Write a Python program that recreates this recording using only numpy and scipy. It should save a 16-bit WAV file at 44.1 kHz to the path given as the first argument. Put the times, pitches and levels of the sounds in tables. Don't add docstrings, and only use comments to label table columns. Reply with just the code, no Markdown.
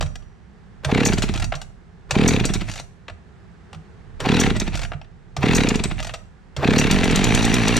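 import sys
import numpy as np
from scipy import signal
from scipy.fft import rfft, irfft
from scipy.io import wavfile
from scipy.ndimage import uniform_filter1d

SR = 44100
rng = np.random.default_rng(int(sys.argv[2]) if len(sys.argv) > 2 else 0)


def digitize_waveform(pressure):
    field = np.atleast_2d(pressure).T
    bounded = np.clip(field, -1, 1)
    quanta = np.round(bounded * 32767).astype(np.int16)
    wavfile.write(sys.argv[1], SR, quanta)


N = 343539
TIME = np.arange(N) / SR


def amp(db):
    return 10 ** (np.asarray(db) / 20)


def unit(x):
    return x / np.sqrt(np.mean(x ** 2) + 1e-20)


def read(points, hz):
    f, value = np.transpose(points)
    return np.interp(np.log(hz + 1), np.log(f + 1), value)


def add(mix, s, sound):
    part = mix[max(round(s * SR), 0):][:len(sound)]
    part += sound[:len(part)]


def response(spectrum, size=4096):
    log_gain = np.log(amp(read(spectrum, abs(np.fft.fftfreq(size, 1 / SR)))))
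    minimum_phase = np.exp(np.conj(signal.hilbert(log_gain)))
    taps = np.fft.ifft(minimum_phase).real[:size // 2]
    return taps / np.linalg.norm(taps)


def through(x, taps):
    return signal.oaconvolve(x, taps)[:len(x)]


def grit(count, spread_db):
    draws = rng.standard_normal(count // 16 + 1).clip(-2, 2)
    sizes = np.repeat(amp(max(spread_db, 0) * draws), 16)[:count]
    return unit(sizes * rng.standard_normal(count))


def spell(t, start, hold, rise_db_per_s, fall_db_per_s):
    before, after = np.maximum(start - t, 0), np.maximum(t - start - hold, 0)
    return amp(-rise_db_per_s * before - fall_db_per_s * after)


# frequency in Hz, level in dB.
AIR_COLOUR = [(15, -57.5), (25, -31.5), (35, -22.5), (54, -4), (137, -11.5), (170, -5), (285, -24),
              (405, -18), (575, -29.5), (774, -25.5), (987, -29.5), (1740, -29.5), (2340, -37), (8350, -52),
              (16000, -83.5)]
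AIR_DB = -48.5


def outdoors():
    noises = rng.standard_normal((3, N))
    common, left, right = (through(z, response(AIR_COLOUR, size=16384)) for z in noises)
    return unit(common + 1.12 * np.array([left, right])) * amp(AIR_DB) * amp([[-1.5], [1.5]])


def yard(x, t60=0.38, alike_from_hz=190, alike_to_hz=600):
    t = np.arange(SR // 2) / SR
    common, *own = rng.standard_normal((3, len(t)))
    band = [alike_from_hz, alike_to_hz]
    alike = signal.butter(3, band, "bandpass", fs=SR, output="sos")
    apart = signal.butter(3, band, "bandstop", fs=SR, output="sos")
    tails = signal.sosfilt(alike, common) + signal.sosfilt(apart, own)
    tails = tails * amp(-60 * t / t60) * np.minimum(t / 0.014, 1)
    colour = response([(50, 14.0), (140, 11), (260, 1.5), (500, 5),
                       (1500, 2), (4000, -3.5), (7000, 2.5), (14000, 3.5)])
    coloured = through(x, colour)
    return np.array([through(coloured, tail / np.linalg.norm(tail)) for tail in tails])


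# time of full strength in seconds, hold in seconds, level in dB.
SHAKES = [(0.0, 0.015, -24), (1.119, 0.35, -24.5), (2.358, 0.26, -26.5), (4.39, .44, -26.5),
          (5.573, 0.44, -28.5), (6.855, 0.47, -26.5), (7.4, 0.47, -32)]
SHAKE_RISE_DB_PER_S, SHAKE_FALL_DB_PER_S = 77.5, 85


def shake_level():
    slopes = SHAKE_RISE_DB_PER_S, SHAKE_FALL_DB_PER_S
    return sum(amp(db) * spell(TIME, s, hold, *slopes) for s, hold, db in SHAKES)


def unsteady_rumble():
    colour = response([(20, -24.0), (38, -9.5), (60, -2.5), (110, 2.5),
                       (170, -9.5), (260, -18.5), (600, -73)], size=8192)
    rumble = np.array([through(z, colour) for z in rng.standard_normal((2, N))])
    return rumble * shake_level() * amp([[-7], [0]])


def shaking():
    sway = through(rng.standard_normal(N), signal.windows.hann(SR // 12))
    shake_hz = 38 + 3.5 * unit(sway)
    shake = np.sin(2 * np.pi * np.cumsum(shake_hz) / SR)
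    return amp(-3.0) * unit(shake) * shake_level()


def boom(db, hz):
    t = np.arange(SR // 4) / SR
    swell = t / .016
    tones = np.sin(2 * np.pi * hz * t) + 0.74 * np.sin(2 * np.pi * 0.57 * hz * t)
    return amp(db) * swell * np.exp(1 - swell) * tones


# start in seconds, clack level in dB,
# boom level in dB, piston rattle level of this pull in dB.
PULLS = [(0.846, -11.5, -19.5, -25.5), (2.108, -7.5, -24, -25.5), (4.202, -22, -31.5, -24),
         (5.365, -18, -22, -24.5), (6.564, -21.5, -22.5, -22)]
# start in seconds, knock level in dB,
# treble setting in dB, boom level in dB, boom pitch in Hz.
HANDLE_KNOCKS = [(0.008, -12.5, -20.5, -23.5, 144), (1.521, -13.5, -42, -34, 146),
                 (3.081, -23.5, -33.5, -36.5, 90), (3.729, -32.5, -22.5, -37.5, 158),
                 (4.917, -20, -46, -29, 146.4)]
PULL_BOOM_HZ, PULL_BOOM_LAG_S, KNOCK_BOOM_LAG_S = 138, .009, .023


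def booms():
    out = np.zeros(N)
    for s, _, db, _ in PULLS:
        add(out, s + PULL_BOOM_LAG_S, boom(db, PULL_BOOM_HZ))
    for s, _, _, db, hz in HANDLE_KNOCKS:
        add(out, s + KNOCK_BOOM_LAG_S, boom(db, hz))
    return out


def varied_ring(t60=.03, count=9):
    t = np.arange(SR // 25) / SR
    hz = np.geomspace(700, 8000, count)[:, None] * np.exp(.13 * rng.standard_normal((count, 1)))
    return np.sin(2 * np.pi * hz * t).sum(0) * amp(-60 * t / t60)


# frequency in Hz, level in dB.
CLACK_COLOUR = [(150, -21), (450, -10.5), (700, 0.5), (1000, -8), (1400, -2), (2000, -4), (2900, 0.5),
                (4000, -1), (5100, -1), (6500, -1.5), (8200, -3), (10500, -16.5), (14000, -27),
                (16000, -36)]


def clack(db, low_db, treble_db, t60, ring_db=-10):
    t = np.arange(SR // 5) / SR
    hardness = [(1000, 0.79 * (low_db + 13.5)), (2600, 0), (6500, 0.76 * (treble_db + 9.5))]
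    colour = [(hz, level + read(hardness, hz)) for hz, level in CLACK_COLOUR]
    blow = grit(len(t), spread_db=2) * np.minimum(t / 0.0023, 1) * amp(-60 * t / max(t60, .005))
    ring = varied_ring()
    blow = blow + amp(ring_db) * through(blow, ring / np.linalg.norm(ring))
    return amp(db) * through(blow, response(colour))


# start in seconds, level in dB, treble setting in dB, time to decay by 60 dB in seconds.
CLACKS_AND_SLAPS = [(0.06, -34, -16.5, .05), (0.155, -24, -16, 0.025), (0.223, -46, -29, .04),
                    (1.132, -18, -10, 0.05), (1.181, -20, -6, .065), (1.22, -15.5, -13, 0.088),
                    (1.288, -23.5, -23.5, 0.051), (1.551, -26, -11.5, 0.055), (1.615, -25.5, -12.5, .046),
                    (2.452, -13.5, 1, 0.052), (2.536, -15.5, -4.5, .06), (2.61, -23.5, -27, .06),
                    (4.564, -19.5, -13.5, .037), (4.598, -12, -3, 0.031), (4.849, -20.5, -29.5, .03),
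                    (5.014, -27.5, -40, 0.02), (5.044, -45, -31, .036), (5.687, -8.5, -1.5, .025),
                    (5.755, -14, -2, 0.024), (5.837, -12, -10, .038), (6.093, -16.5, -35, .02),
                    (6.137, -22.5, -22, .065), (7.109, -14, -11.5, .034)]
BOUNCE_S, BOUNCE_DB = .016, -4


def clacks():
    out = np.zeros(N)
    for s, db, _, _ in PULLS:
        add(out, s, clack(db, low_db=-11, treble_db=-17.5, t60=0.04))
    for s, db, treble_db, t60 in CLACKS_AND_SLAPS:
        add(out, s, clack(db, low_db=-15.5, treble_db=treble_db, t60=t60))
    for s, db, treble_db, _, _ in HANDLE_KNOCKS:
        add(out, s, clack(db, low_db=-3, treble_db=treble_db, t60=0.039, ring_db=-25.5))
        bounce = clack(db + BOUNCE_DB, low_db=-4, treble_db=treble_db, t60=0.038, ring_db=-25.5)
        add(out, s + BOUNCE_S, bounce)
    return out


# start in seconds, length in seconds, tick level in dB.
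REWINDS = [(1.336, .12, -20.5), (2.694, .11, -24), (4.75, .09, -21), (6.002, 0.084, -21.5)]
TICK_GAP_S, TICK_SPREAD_DB = .021, 1.5


def rewinds():
    out = np.zeros(N)
    for start, length, db in REWINDS:
        for s in np.arange(start, start + length, TICK_GAP_S):
            late, size, bright = rng.standard_normal(3)
            tick_db = db + TICK_SPREAD_DB * size
            add(out, s + .003 * late, clack(tick_db, low_db=-12.5, treble_db=-16 + 3 * bright, t60=.038))
    return out


# start in seconds, level in dB, base pitch in Hz.
ZIPS = [(.88, -29.5, 664), (2.138, -31.5, 725), (4.243, -26.5, 663), (5.42, -30, 736), (6.62, -23.5, 633.5)]


def zips():
    out, t = np.zeros(N), np.arange(round(0.039 * SR)) / SR
    swell_t = np.arange(round(.09 * SR)) / SR
    swell = np.interp(swell_t, [0, .01, .045, .07, .09], [0, .3, .4, 1, 0])
    eyelet = response([(150, -14.0), (450, 2.0), (700, -10.5), (1200, -6.5),
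                       (2500, -16.5), (5000, -24.5), (12000, -45.0)])
    for s, db, hz in ZIPS:
        jitter = unit(uniform_filter1d(rng.standard_normal(len(t)), size=30))
        pitch = hz * np.linspace(1.2, .85, len(t)) * (1 + 0.35 * jitter)
        phase = 2 * np.pi * np.cumsum(pitch) / SR
        buzz = np.hanning(len(t)) * (np.sin(phase) + 0.23 * np.sin(2 * phase))
        add(out, s - .002, amp(db + 1) * unit(buzz))
        scrape = through(swell * grit(len(swell), spread_db=3), eyelet)
        add(out, s - .05, amp(db - 1.5) * scrape)
    return out


# start in seconds, level in dB, length in seconds.
SKIDS = [(1.0512, -13.5, 0.029), (2.278, -13, 0.017), (4.3987, -13.5, 0.019), (5.549, -14.5, 0.026),
         (6.782, -14.5, 0.023)]
# frequency in Hz, level in dB.
SKID_COLOUR = [(2060, -37), (3500, -26.5), (4600, -5), (5030, -15), (5640, -3.5), (6610, 1), (7180, -10),
               (7940, -8), (9250, -15), (11300, -24.5), (13600, -21.5), (16000, -43)]


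def skids():
    out = np.zeros(N)
    for s, db, length in SKIDS:
        u = np.arange(SR // 12) / SR / length
        contact = np.interp(u, [0, .06, .3, .5, .75, 1.1], [0.17, 1, 1.0, .45, 1.0, 0.043])
        add(out, s - .001, amp(db - 2.5) * contact * grit(len(u), spread_db=-4.5))
    return through(out, response(SKID_COLOUR))


# pitch in Hz, level in dB,
# time to decay by 60 dB in seconds.
CASE_TONES = [(743, -21.5, 0.024), (1419, -2, 0.15), (2046, -7, .07), (2170, -21.5, 0.21),
              (2760, -13, 0.21), (2855, -2.5, 0.03), (3690, -12.5, 0.24), (3960, -0.5, .1),
              (4615, 3.5, 0.087), (5740, 6, 0.11), (6700, 1, 0.11), (6900, -13.5, 0.092),
              (8160, -11.5, 0.28), (8100, -2.5, .2), (9953, -15.5, .2)]


def case_ring(x):
    t = np.arange(SR // 2) / SR
    tones = sum(amp(db - 60 * t / t60) / np.sqrt(t60) * np.sin(2 * np.pi * hz * t)
                for hz, db, t60 in CASE_TONES)
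    return through(x, tones / np.linalg.norm(tones))


# time in seconds, level in dB, crank turns until the next firing.
FIRINGS = [(6.9113, -2.5, 6), (7.0404, -9.5, 5), (7.1581, -4, 4), (7.241, -4.5, 6), (7.3481, -4, 6),
           (7.45, -5, 5), (7.5404, -5, 8), (7.6803, -5, 5), (7.7655, -4, 5)]


def clutch_ring(hz=5790, t60=0.89, knock_db=-55, firing_db=-36.0, running_t60=0.19, singing_db=-42):
    out, t = np.zeros(N), np.arange(SR) / SR
    add(out, HANDLE_KNOCKS[0][0], amp(knock_db - 60 * t / t60) * np.sin(2 * np.pi * hz * t))
    for s, _, _ in FIRINGS:
        level_db = firing_db + 8 * (s - FIRINGS[-1][0])
        tone = np.sin(2 * np.pi * (hz + rng.normal(0, 30)) * t)
        add(out, s, amp(level_db - 60 * t / running_t60) * tone)
    brushing = np.interp(TIME, [7.2, 7.3, 7.79], [0, .7, 1.3])
    drum = amp(-60 * t / .15) * np.sin(2 * np.pi * 5850 * t)
    return out + amp(singing_db) * brushing * unit(through(rng.standard_normal(N), drum))


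# frequency in Hz, level in dB.
BANG_COLOUR = [(100, 15), (300, 4.5), (900, -7), (2200, -1.5), (4200, 0.5), (5100, -4.5), (6200, 1),
               (8000, -2.5), (11000, -15), (14000, -20.5), (16000, -42)]


def firings():
    out, t = np.zeros(N), np.arange(SR // 20) / SR
    for s, db, _ in FIRINGS:
        vent = np.minimum(t / .0003, 1) * np.exp(-np.maximum(t - .0035, 0) / 0.0033)
        add(out, s, amp(db - 6) * vent * rng.standard_normal(len(t)))
    return through(out, response(BANG_COLOUR))


CORD_DB, REWIND_JINGLE_DB = -38.5, -43.5
CORD_RISE_DB_PER_S, CORD_FALL_DB_PER_S = 278.5, 326


def cord_jingle(t):
    slopes = CORD_RISE_DB_PER_S, CORD_FALL_DB_PER_S
    stroke_ends = sum(spell(t, s, 0, *slopes) for s, _, _ in SKIDS)
    winding = sum(spell(t, s, length, *slopes) for s, length, _ in REWINDS)
    return amp(CORD_DB) * stroke_ends + amp(REWIND_JINGLE_DB) * winding


KICK_S, COAST_S = .014, .44


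def idle_speed():
    gaps = np.diff([round(s * SR) for s, _, _ in FIRINGS])
    speed = []
    for gap, (_, _, count) in zip([*gaps, gaps[-1]], FIRINGS):
        coast = np.exp(-np.arange(gap) / SR / COAST_S)
        speed.append(coast * round(count) * SR / coast.sum())
    return np.concatenate(speed)


def crank(points, catches):
    start = points[0][0]
    speed = np.interp(np.arange(start, points[-1][0], 1 / SR), *np.transpose(points))
    if catches:
        speed = uniform_filter1d(np.append(speed, idle_speed()), size=round(KICK_S * SR))
    return start + np.arange(len(speed)) / SR, speed


def by_speed(speed, law):
    knee, db_per_doubling = law
    return amp(db_per_doubling * np.minimum(np.log2(speed / knee), 0))


def stroke(turns, at, width):
    return np.exp((np.cos(2 * np.pi * (turns - at)) - 1) / (2 * np.pi * width) ** 2)


# frequency in Hz, level in dB.
GULP_COLOUR = [(15, -41), (50, -5.5), (100, -2.5), (170, -1.5), (245, 2.5), (340, -8.5), (430, -4),
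               (500, -10.5), (570, -35.5), (780, -21.5), (1200, -32), (4000, -76.5)]


def gulps(t, speed, turns, level, lag_hz=330, lead=0.00287):
    out, pole = np.zeros(N), np.exp(-2 * np.pi * lag_hz / SR)
    gulp = signal.lfilter([-pole, 1], [1, -pole], response(GULP_COLOUR))
    samples = np.arange(len(gulp))
    for i in np.flatnonzero(np.diff(np.floor(turns))):
        uneven = np.interp(speed[i], [25, 50], [.07, .015])
        pitch = np.interp(speed[i], [10, 20, 40, 52, 62], [.65, .94, 1.04, .92, 1.06])
        pitch = pitch * np.exp(uneven * rng.normal())
        size = level[i] * np.sqrt(SR * pitch / speed[i]) * amp(1.7 * rng.normal())
        add(out, t[i] - lead, size * np.interp(samples * pitch, samples, gulp, right=0))
    return out


# multiple of the crank speed, level in dB against the gulp level.
THROB = [(2, -11.5), (3, -22.5), (4, -5.5), (7, -22), (8, -23.5)]


def throb(speed, turns, level):
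    spinning = np.clip((speed - 24) / 12, 0, 1)
    hum = sum(amp(db) * np.cos(2 * np.pi * round(order) * turns) for order, db in THROB)
    return level * spinning * hum


def slaps(t, turns, at, level, chatter=0.001, scatter=0.11):
    out, u = np.zeros(N), np.arange(SR // 50) / SR
    for i in np.flatnonzero(np.diff(np.floor(turns - at)) > 0):
        patches = np.array([1750, 2450, 3500]) * np.exp(scatter * rng.standard_normal(3))
        ring = amp([-2, 0, -3]) @ np.sin(2 * np.pi * patches[:, None] * u) * np.exp(-u / 0.0018)
        burst = grit(len(u), spread_db=10.5) * u / chatter * np.exp(-2 * u / chatter)
        add(out, t[i] - .002, level[i] * amp(2 * rng.normal()) * unit(through(burst, ring)))
    return out


# time in seconds, speed in turns per second.
CRANKING = [
    [(.89, 23.9), (1.0, 36.9), (1.07, 36.6), (1.16, 19.8), (1.32, 16.8), (1.47, 9)],
    [(2.131, 24), (2.22, 39.9), (2.3, 43.4), (2.39, 28), (2.46, 21.1), (2.72, 10.8), (2.82, 7)],
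    [(4.2365, 25.2), (4.33, 40), (4.42, 44.4), (4.49, 27.3), (4.54, 18.9), (4.7, 15.7), (4.87, 7)],
    [(5.41, 27.6), (5.49, 40.6), (5.56, 43.5), (5.65, 30.3), (5.73, 26.7), (5.8, 20), (6.02, 9.9),
     (6.12, 7)],
    [(6.62, 24.8), (6.75, 38.9), (6.83, 36.7), (6.89, 31.5), (6.912, 36)],
]
# frequency in Hz, level in dB.
RATTLE_COLOUR = [(150, -18), (450, -5), (750, 3.5), (1200, -4.5), (1800, -0.5), (2400, 2), (3100, -3.5),
                 (4200, -6), (5100, -14.5), (7000, -17), (10000, -26), (15000, -57)]
# frequency in Hz, level in dB.
JINGLE_COLOUR = [(500, -19.5), (2500, -9), (5000, 1), (6300, 4.5), (8200, -4), (9500, 2.5), (11500, -24),
                 (14000, -14.5), (16000, -31)]
# (knee in turns per second, dB per doubling below it)
GULP_LAW, SLAP_LAW, RATTLE_LAW, CHAIN_LAW = (24.6, 17.5), (59.5, 5.1), (36.2, 10.1), (52, 30)
GULP_DB, CHAIN_DB = -20, -33.5
YANK_DB, YANK_S = 5.5, 0.12
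IDLE_GULP_DB, IDLE_RATTLE_DB = 0.66, -3.5
IDLE_THROB_DB = 1.5
SLAP_TURN, SLOW_LATE_TURN, IDLE_LATE_TURN = .61, .29, 0.0698
SLAP_DB, IDLE_SLAP_DB = 1, -4
PLAY_DB = -7


def engine():
    air, knocks, rattle, jingle = np.zeros((4, N))
    for points, (_, _, _, rattle_db) in zip(CRANKING, PULLS):
        t, speed = crank(points, catches=points is CRANKING[-1])
        turns = np.cumsum(speed) / SR
        running = np.clip((t - FIRINGS[0][0]) / .07 + .5, 0, 1)
        on_cord = 1 - running
        yank_db = YANK_DB * np.exp((t[0] - t) / YANK_S)
        gulp = by_speed(speed, GULP_LAW) * amp(GULP_DB + yank_db + IDLE_GULP_DB * running)
        force = amp(rattle_db + IDLE_RATTLE_DB * running)
        slap = force * by_speed(speed, SLAP_LAW)
        chain = amp(CHAIN_DB) * by_speed(speed, CHAIN_LAW) + cord_jingle(t)
        air += gulps(t, speed, turns, gulp)
        add(air, t[0], throb(speed, turns, gulp * amp(IDLE_THROB_DB * running)))

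        slow = np.clip((30 - speed) / 12, 0, 1)
        angle = SLAP_TURN + SLOW_LATE_TURN * slow + IDLE_LATE_TURN * running
        slap_level = slap * amp(SLAP_DB + IDLE_SLAP_DB * running)
        knocks += slaps(t, turns, angle, slap_level, chatter=0.0066)
        knocks += slaps(t, turns, 0.32, slap * on_cord * (1 - slow) * amp(PLAY_DB))

        gate = .2 + .35 * running + stroke(turns, angle, .09)
        fade = signal.windows.tukey(len(t), .02)
        rattle_level = force * by_speed(speed, RATTLE_LAW) * unit(gate) * fade
        add(rattle, t[0], rattle_level * grit(len(t), spread_db=5.5))

        link_sizes = amp(4.3 * rng.standard_normal(len(t)).clip(-2, 2))
        links = link_sizes * (rng.random(len(t)) < 260 / SR)
        clinks = unit(through(links, np.exp(-np.arange(400) / 55)))
        add(jingle, t[0], chain * unit(0.16 + clinks) * fade * rng.standard_normal(len(t)))
    rattling = amp(2.5) * through(rattle, response(RATTLE_COLOUR))
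    jingling = amp(-2) * through(jingle, response(JINGLE_COLOUR))
    return air, knocks + rattling + jingling


# frequency in Hz, likeness from 0 to 1.
LIKENESS = [(100, .95), (300, .99), (700, .94), (2500, .93), (5000, .82), (8000, .55), (15000, .55)]
# frequency in Hz, left minus right in dB.
TILT = [(35, -10), (70, -6), (140, -3), (260, 0), (600, 2), (1100, 1), (2500, 1.8), (5000, 1.4),
        (9000, 2.5), (15000, 2)]
# frequency in Hz, angle in radians by which left leads.
LEAD = [(35, 1.7), (70, 1.3), (130, .4), (200, 0), (500, .25), (1290, -.3), (2000, .1), (5170, .3),
        (6900, .6), (8100, .9), (9000, 2.2), (15000, .9)]


def ports(x):
    hz, t = np.fft.rfftfreq(2 * N, 1 / SR), np.arange(SR // 100) / SR
    scatter = rfft(rng.standard_normal(len(t)) * np.exp(-t / .003), 2 * N)
    scatter = scatter / np.sqrt(np.mean(abs(scatter) ** 2))
    same = np.clip(read(LIKENESS, hz), 0, 1)
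    apart = .7 * np.sqrt((1 - same) / (1 + same)) * scatter
    side = amp(read(TILT, hz) / 2) * np.exp(1j * read(LEAD, hz) / 2)
    both = np.array([(1 + apart) * side, (1 - apart) / side])
    return irfft(rfft(x, 2 * N) * both)[:, :N]


def scene():
    air, rattle = engine()
    metal = rattle + clacks() + rewinds() + skids() + firings()
    saw = air + zips() + amp(-3.5) * metal + amp(-18.5) * case_ring(metal) + clutch_ring()
    close = ports(saw + shaking() + booms())
    return close + amp(-10) * yard(saw) + unsteady_rumble() + outdoors()


LOUD_DB, RECOVER_DB_PER_S, MAX_LIFT_DB = -25.5, 4.5, 4.5
EDGE_HZ = 15700


def record(dry):
    power_db = 10 * np.log10(abs(uniform_filter1d((dry ** 2).mean(0), size=400)) + 1e-12)
    recovery = RECOVER_DB_PER_S * TIME
    held_db = np.maximum.accumulate(np.minimum(power_db, LOUD_DB) + recovery) - recovery
    lift_db = uniform_filter1d(np.minimum(LOUD_DB - held_db, MAX_LIFT_DB), size=200)
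    rounded = np.tanh(dry * amp(lift_db) / 1.042)
    low_pass = signal.firwin(511, EDGE_HZ, window=("kaiser", 9), fs=SR)
    return signal.oaconvolve(rounded, low_pass[None], "same")


dry = scene()
out = record(dry)
digitize_waveform(out)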